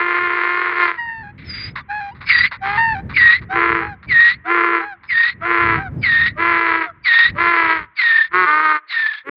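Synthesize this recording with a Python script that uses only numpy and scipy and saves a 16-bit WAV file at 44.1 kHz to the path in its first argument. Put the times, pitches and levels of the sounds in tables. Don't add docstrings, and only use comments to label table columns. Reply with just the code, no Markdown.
import sys
import numpy as np
from scipy import signal
from scipy.fft import rfft, irfft, next_fast_len
from scipy.io import wavfile
from scipy.ndimage import uniform_filter1d, minimum_filter1d, map_coordinates

SR = 44100
rng = np.random.default_rng(int(sys.argv[2]) if len(sys.argv) > 2 else 0)


def waveform_to_disk(signal):
    frames = np.transpose(np.atleast_2d(signal))
    scaled = np.clip(frames, -1, 1) * 32767
    samples = np.round(scaled).astype(np.int16)
    wavfile.write(sys.argv[1], SR, samples)


N = 412776
T = np.arange(N) / SR

# frequency in Hz, gain in dB.
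THROAT_RESPONSE = [(400, -44), (560, -14.5), (720, -16), (850, -8.5), (1020, 2), (1750, 1.5), (2080, 3),
                   (2600, -10.5), (3400, -22), (4300, -36), (5300, -64), (9000, -90)]
AIRWAY_RESPONSE = [(400, -37.5), (800, -13.5), (1200, -1.5), (2100, 8.5), (3000, -5.5), (3800, -0.5),
                   (4400, -5.5), (5000, -16.5), (5600, -31.5), (6600, -42), (9000, -70.5), (15000, -86)]


def haw(scoop_hz=31.87, droop_hz=21.98, rougher_per_s=.3, air_share=.36, surge_db=1.25):
    # start, length, attack and release
    # in seconds, pitch in Hz, glide in Hz/s, mouth and nose levels in dB, then flutter depth,
    # roughness and hollowness from 0 to 1.
    out_breaths = [ (-.1, 0.93, .05, .05, 348.4, 10, -16, -28, .2, 0.7, 0),
                   (.68, .305, 0.15, 0.16, 356.6, -20, -13.5, -28.5, .5, .8, 0),
                   (2.62, 0.22, 0.046, 0.068, 400.5, 150, -22, -42, 0.5, 0.9, 0),
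                   (3.505, 0.4, 0.078, 0.14, 348.2, -35.5, -14.5, -23.5, 0.9, .55, 0.16),
                   (4.45, 0.43, 0.069, 0.13, 347.3, -16, -14.5, -23, .65, 0.54, 0.32),
                   (5.415, .42, 0.1, 0.11, 349.6, -42.5, -13, -24.5, 0.7, .5, 0.11),
                   (6.37, 0.52, 0.046, 0.091, 344.5, -29.5, -14.5, -27, .3, 0.67, 0),
                   (7.355, 0.5, 0.07, 0.15, 349.9, -61.5, -12.5, -28, .35, 0.69, 0),
                   (8.318, .17, 0.044, 0.061, 374.9, 0, -9.5, -24.5, 0.9, 0.4, 0.6),
                   (8.435, 0.36, 0.061, 0.045, 301.1, 53.5, -12, -35, 0.2, 0.33, 0.98),
                   (9.25, .1, 0.054, .03, 301, -2, -24, -27, 0.2, .3, 0.1), ]
    # frequency in Hz, gain in dB.
    nose_response = [(70, -58), (130, -34), (185, -8.5), (235, -25.5), (265, -18.5), (330, 5.5), (450, 10),
                     (580, -17.5), (900, -61)]
    # frequency in Hz, width in Hz, gain in dB.
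    edge_modes = [(3100, 180, 7), (4180, 64, 0.5)]
    age, left, attack_s, release_s, hz, glide, mouth_db, nose_db, depth, rough, hollow = calls(
        out_breaths)
    sag_hz = scoop_hz * dying(age, life_s=.03) + droop_hz * dying(left, life_s=.07)
    pitch = (hz + glide * np.clip(age, 0, age + left) - sag_hz) * (1 + .0061 * wobble(30))
    rough = np.clip(rough + rougher_per_s * (age - left) / 2, .1, 1)
    slaps = fold_slaps(pitch, depth, rough)
    puffs = unit(rng.standard_normal(N) * (1 + np.cos(angle(pitch) - 1)) ** 2)
    source = slaps + air_share * rough * puffs
    throat = coloured(source, THROAT_RESPONSE)
    throat = throat + 1.9 * hollow * resonance(throat, hz=1260, width_hz=380)
    edge = coloured(2.6 * rough * puffs + slaps, AIRWAY_RESPONSE)
    edge = edge + sum(amp(db) * resonance(edge, mode_hz, width) for mode_hz, width, db in edge_modes)
    edge = amp(-27 + .62 * np.clip(mouth_db - nose_db, 0, 20)) * unit(edge)
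    mouth_gain = amp(mouth_db + surge_db * wobble(35))
    mouth_gain *= envelope(age, left, attack_s, release_s, fade_db_per_s=4.5)
    nose_gain = amp(nose_db) * envelope(age, left, attack_s, release_s, fade_db_per_s=6.5)
    hum = steady(coloured(source, nose_response))
    return mouth_gain * (steady(throat) + edge) + nose_gain * hum


def fold_slaps(pitch, depth, rough, tired_s=8.1):
    times = cycles(pitch)
    depth, rough = np.interp(times, T, depth), np.interp(times, T, rough)
    period = np.where(times < tired_s, 3, 2)
    slip, size, late = rng.standard_normal((len(times), 3)).T
    beat = np.arange(len(times)) + np.round(np.cumsum(.36 * rough * slip))
    flutter = depth * np.cos(2 * np.pi * beat / period)
    strength = amp(6 * flutter + 8 * rough * np.tanh(size))
    delay_s = .00008 * (rough * late / strength - flutter)
    return unit(pulses(times + delay_s, strength))


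def hee(arch_db=8, flutter_hz=33.35, flutter_after_s=.15, flutter_rise_s=.06, overblow_db_per_hz=.004):
    # start, length, settling time, whistle attack and release in seconds, pitch
    # in Hz, glide in Hz/s, relative whistle and air levels in dB, air fade in dB/s, hoarseness from
    in_breaths = [ (2.258, .23, .06, .05, 0.046, 1840, 500.5, -15, -27, -18.5, 1.7, 0.02),
                  (3.138, .257, .045, .045, 0.055, 1873, 59.5, -9.5, -28.5, -7.5, 1, 0),
                  (4.078, 0.28, .04, .05, 0.071, 1843, 180.5, -9.5, -34, -30.5, .7, 0.08),
                  (5.083, 0.25, .035, .03, 0.063, 1842, 80.5, -13.5, -34.5, -35, 1, 0.08),
                  (6.018, 0.3, 0.043, 0.021, 0.066, 1877, -220, -13.5, -27, 7, 0.98, 0),
                  (7.04, 0.27, .033, 0.038, 0.049, 1857, -79, -11, -23.5, -5.5, .8, 0),
                  (7.965, 0.32, .04, .04, 0.066, 1934, -740, -12.5, -22, 38, 0.88, 0.8),
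                  (8.882, 0.35, .04, 0.11, 0.27, 1882, -750, -16, -25.5, 48, 1.11, 1), ]
    (age, left, settle_s, attack_s, release_s, hz, glide,
     whistle_db, air_db, air_fade, hoarse, tired) = calls(in_breaths)
    progress = np.clip(age / (age + left), 0, 1)
    bend_hz = (1 - .38 * tired) * whistle_bend(age, left, settle_s)
    pitch = hz + glide * progress * (age + left) + bend_hz
    flutter_depth = tired * np.clip((age - flutter_after_s) / flutter_rise_s, 0, 1)
    flutter = flutter_depth * np.sin(angle(flutter_hz + 4 * wobble(20)))
    octave_db = -2 + overblow_db_per_hz * (pitch - hz)
    hoarse = hoarse * np.clip((pitch / 1900) ** 6, .5, 2)
    waver = 1 + .009 * hoarse * wobble(260) + .006 * wobble(45)
    phase = angle(pitch * (1 + .03 * flutter) * waver)
    turbulence = hoarse * (.25 * wobble(600) + .17 * wobble(1700))
    whistle_db = whistle_db + arch_db * (np.sin(np.pi * progress) - .5) + 5 * flutter
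    whistle = amp(whistle_db + 2 * hoarse * wobble(90)) * np.sin(phase) * (1 + turbulence)
    blurred_octave = amp(octave_db + 2.5 * wobble(50)) * np.sin(2 * phase + .96 * wobble(550))
    rush = amp(1 + 3.7 * wobble(110)) * noise(AIRWAY_RESPONSE)
    airflow = amp(air_db) * envelope(age, left, attack_s=.047, release_s=.05, fade_db_per_s=air_fade)
    breath = envelope(age, left, attack_s, release_s) * whistle + airflow * (blurred_octave + rush)
    return lowpass(breath, hz=8000, order=4)


def whistle_bend(age, left, settle_s, drop_hz=479.7, flick_hz=259.8):
    return drop_hz * np.exp(-(np.maximum(age, 0) / settle_s) ** 2) + flick_hz * dying(left, life_s=.035)


def squeal(roughness=.42):
    # start and length in seconds, first, middle and last pitch in Hz,
    # relative level in dB, octave in dB against the fundamental.
    notes = [ (.97, .275, 954, 918, 880, -32.5, 6), (1.21, .115, 840, 820, 840, -41, -2.5),
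             (1.79, .04, 1244, 1190, 1160, -36, -16.5), (1.885, .14, 793, 841, 828, -27, -2.5),
             (1.985, .14, 820, 802, 803, -29.5, -8), (2.1, .045, 830, 953, 1006, -38, -15),
             (2.61, .18, 769, 808, 856, -25, -7.5), (2.76, .205, 905, 912, 849, -18.5, 0),
             (2.93, .09, 818, 775, 806, -29, -8), (3.49, .11, 723, 783, 743, -26.5, -4),
             (3.8, .16, 761, 835, 735, -34, -2), (4.445, .085, 673, 765, 790, -32, 0.5),
             (4.795, .165, 757, 826, 708, -34.5, -1), (5.41, .08, 666, 690, 797, -32.5, 4),
             (5.765, .135, 720, 788, 674, -32.5, -0.5), (6.355, .055, 592, 614, 646, -36.5, 0),
             (6.845, .08, 720, 693.6, 618.3, -39.5, 4), (7.345, 0.062, 570, 595, 660, -37, 0.5), ]
    overtones_db = [-13.5, -29.5, -26.5, -42]
    age, left, first_hz, middle_hz, last_hz, level_db, octave_db = calls(notes)
    progress = np.clip(age / (age + left), 0, 1)
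    arch_hz = middle_hz - (first_hz + last_hz) / 2
    pitch = first_hz + (last_hz - first_hz) * progress + arch_hz * np.sin(np.pi * progress)
    phase = angle(pitch * (1 + .005 * wobble(150)))
    upper = sum(amp(db + 2 * wobble(25)) * np.sin(harmonic * phase)
                for harmonic, db in enumerate([octave_db, *overtones_db], start=2))
    slack = np.clip((830 / pitch) ** 6, .5, 1.2)
    upper *= 1 + roughness * slack * wobble(380)
    hiss = amp(-21) * noise(THROAT_RESPONSE) + amp(-25.5) * rng.standard_normal(N)
    gain = amp(level_db + 6) * envelope(age, left, attack_s=.025, release_s=.032, fade_db_per_s=35.5)
    return lowpass(gain * (np.sin(phase) + upper + slack * hiss), hz=4700, order=6)


def shrill(waver=.009, shake_db=3):
    # start and length in seconds, pitch in Hz, level in dB, octave in dB
    whistles = [(1.455, .26, 4784, -30, -60), (2.262, .21, 4650, -25.5, -38.5), (3.14, .14, 4560, -33, -34),
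                (5.06, 0.23, 4670, -43.5, -59), (5.99, 0.19, 4570, -43, -49)]
    age, left, hz, level_db, octave_db = calls(whistles)
    pitch = hz + whistle_bend(age, left, settle_s=.043)
    phase = angle(pitch * (1 + waver * wobble(400)))
    tone = np.sin(phase) + amp(octave_db) * np.sin(2 * phase)
    gain = envelope(age, left, attack_s=.076, release_s=.078) * amp(level_db + shake_db * wobble(90))
    return gain * tone


def wheeze(rasp_db=-2, shake_db=1.3):
    # time in seconds, level in dB.
    breath_levels = [(1.38, -46), (1.46, -43), (1.54, -34.5), (1.69, -34), (1.73, -64)]
    level_db = np.interp(T, *np.transpose(breath_levels), left=-np.inf, right=-np.inf)
    air = noise(AIRWAY_RESPONSE)
    rasp = amp(rasp_db) * resonance(air, hz=2200, width_hz=600)
    return amp(level_db + shake_db * wobble(87)) * unit(air + rasp)


def creaks(throat_db=9, jitter=.27, air_share=.97):
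    # start and nominal length in seconds, pulse rate in Hz, relative level in dB.
    bursts = [(1.753, 0.051, 366, -27), (2.143, .06, 230, -49), (2.205, .045, 280, -34),
              (2.51, 0.051, 390, -28), (3.09, 0.049, 220, -34), (3.412, 0.033, 162, -42),
              (4.025, 0.035, 190, -42.5), (5.03, 0.043, 150, -44)]
    source = np.zeros(N)
    for start, length, rate, db in bursts:
        times = np.arange(start, start + 2 * length, 1 / rate)
        late, size = rng.standard_normal((len(times), 2)).T
        slaps = pulses(times + jitter * late / rate, amp(2 * size)) * np.sqrt(SR / rate)
        swell = np.interp(T, start + length * np.array([0, .13, .5, 1.3]), [0, 1, .8, 0])
        source += amp(db) * swell * (slaps + air_share * rng.standard_normal(N))
    return amp(throat_db) * coloured(source, THROAT_RESPONSE) + coloured(source, AIRWAY_RESPONSE)


def hills(x):
    # frequency in Hz, time to fall 60 dB in seconds.
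    decay_times = [(300, 0.8), (1200, 0.87), (5000, 0.04)]
    hz, t, spectra = signal.stft(rng.standard_normal(SR), SR, nperseg=256)
    decay = amp(-60 * t / along(decay_times, hz)[:, None])
    tail = signal.istft(spectra * decay, SR, nperseg=256)[1]
    return signal.fftconvolve(x, tail / np.linalg.norm(tail))[:N]


def wind(lumps_db=4.5, hush_db=-57):
    # time in seconds, relative level in dB.
    gusts = [(0.0, -53.5), (0.6, -58), (1.71, -35), (1.79, -43.5), (3.16, -33), (3.34, -48), (3.42, -32),
             (4.04, -40.5), (4.09, -32), (4.69, -59), (6.11, -27), (7.05, -57), (7.07, -71.5),
             (7.35, -29.5), (7.61, -53), (7.82, -42), (8.03, -77.5), (8.24, -83.5), (8.37, -40.5),
             (8.78, -91), (9.2, -83), (9.3, -46)]
    # frequency in Hz, relative level in dB.
    buffet_spectrum = [(20, -31), (60, 0), (110, 1.5), (200, -6), (700, -29), (7000, -71.5)]
    level_db = np.interp(T, *np.transpose(gusts)) - 1 + lumps_db * wobble(14)
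    return amp(level_db) * noise(buffet_spectrum) + amp(hush_db) * noise(THROAT_RESPONSE)


def calls(rows):
    start, length, *columns = np.transpose(rows)
    end = start + length
    nearest = np.searchsorted((end[:-1] + start[1:]) / 2, T)
    age, left = np.maximum(T - start[nearest], -1), np.maximum(end[nearest] - T, -1)
    return [age, left] + [uniform_filter1d(column[nearest], size=200) for column in columns]


def envelope(age, left, attack_s, release_s, fade_db_per_s=0, ramp_db=26.5):
    edges = np.maximum(1 - age / attack_s, 0) ** 2 + np.maximum(1 - left / release_s, 0) ** 2
    gate = np.clip(1 + np.minimum(age, left) / .02, 0, 1)
    return uniform_filter1d(gate * amp(-ramp_db * edges - fade_db_per_s * np.clip(age, 0, 1)), size=200)


def dying(t, life_s):
    return np.exp(-np.maximum(t, 0) / life_s)


def amp(db):
    return 10 ** (np.asarray(db) / 20)


def unit(x):
    return x / np.sqrt(np.mean(x ** 2) + 1e-20)


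def steady(x):
    return x / np.sqrt(np.abs(uniform_filter1d(x ** 2, size=1500)) + 1e-12)


def along(points, hz):
    point_hz, values = np.transpose(points)
    return np.interp(np.log(hz + 1), np.log(point_hz + 1), values)


def wobble(rate):
    knots = rng.standard_normal(int(N * rate / SR) + 4)
    grid = np.arange(0, len(knots) - 1, 1 / 8)
    return np.interp(T * rate, grid, map_coordinates(knots, [grid]))


def angle(hz):
    return 2 * np.pi * np.cumsum(hz) / SR


def cycles(hz):
    turns = np.cumsum(hz) / SR
    return np.interp(np.arange(1, turns[-1]), turns, T)


def pulses(times, sizes):
    taps = np.floor(times * SR).astype(int)[:, None] + np.arange(-7, 9)
    lag = taps - times[:, None] * SR
    shape = np.sinc(lag) * np.sinc(lag / 8)
    return np.bincount(np.clip(taps, 0, N - 1).ravel(), (sizes[:, None] * shape).ravel(), N)


def coloured(x, points):
    size = 2 * next_fast_len(N // 2 + 8192)
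    cepstrum = irfft(np.log(amp(along(points, np.fft.rfftfreq(size, 1 / SR)))))
    response = np.exp(rfft(2 * cepstrum[:size // 2], size) - cepstrum[0])
    return irfft(rfft(x, size) * response)[:N]


def noise(points):
    return unit(coloured(rng.standard_normal(N), points))


def resonance(x, hz, width_hz):
    return signal.lfilter(*signal.iirpeak(hz, hz / width_hz, SR), x)


def lowpass(x, hz, order):
    return signal.sosfilt(signal.butter(order, hz, fs=SR, output="sos"), x)


def scene(echo_db=-36):
    bray = haw() + squeal() + hee() + shrill() + wheeze() + creaks()
    return (bray + amp(echo_db) * hills(bray) + wind())[None]


def record(dry, ceiling=.87, end_s=9.297, top_hz=15500):
    needed = np.minimum(1, ceiling / (np.abs(dry) + 1e-9))
    gain = uniform_filter1d(minimum_filter1d(needed, size=221), size=201)
    cut = dry * gain * np.clip((end_s - T) / .002, 0, 1)
    return irfft(rfft(cut) * (np.fft.rfftfreq(N, 1 / SR) < top_hz), N)


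dry = scene()
out = record(dry)
waveform_to_disk(out)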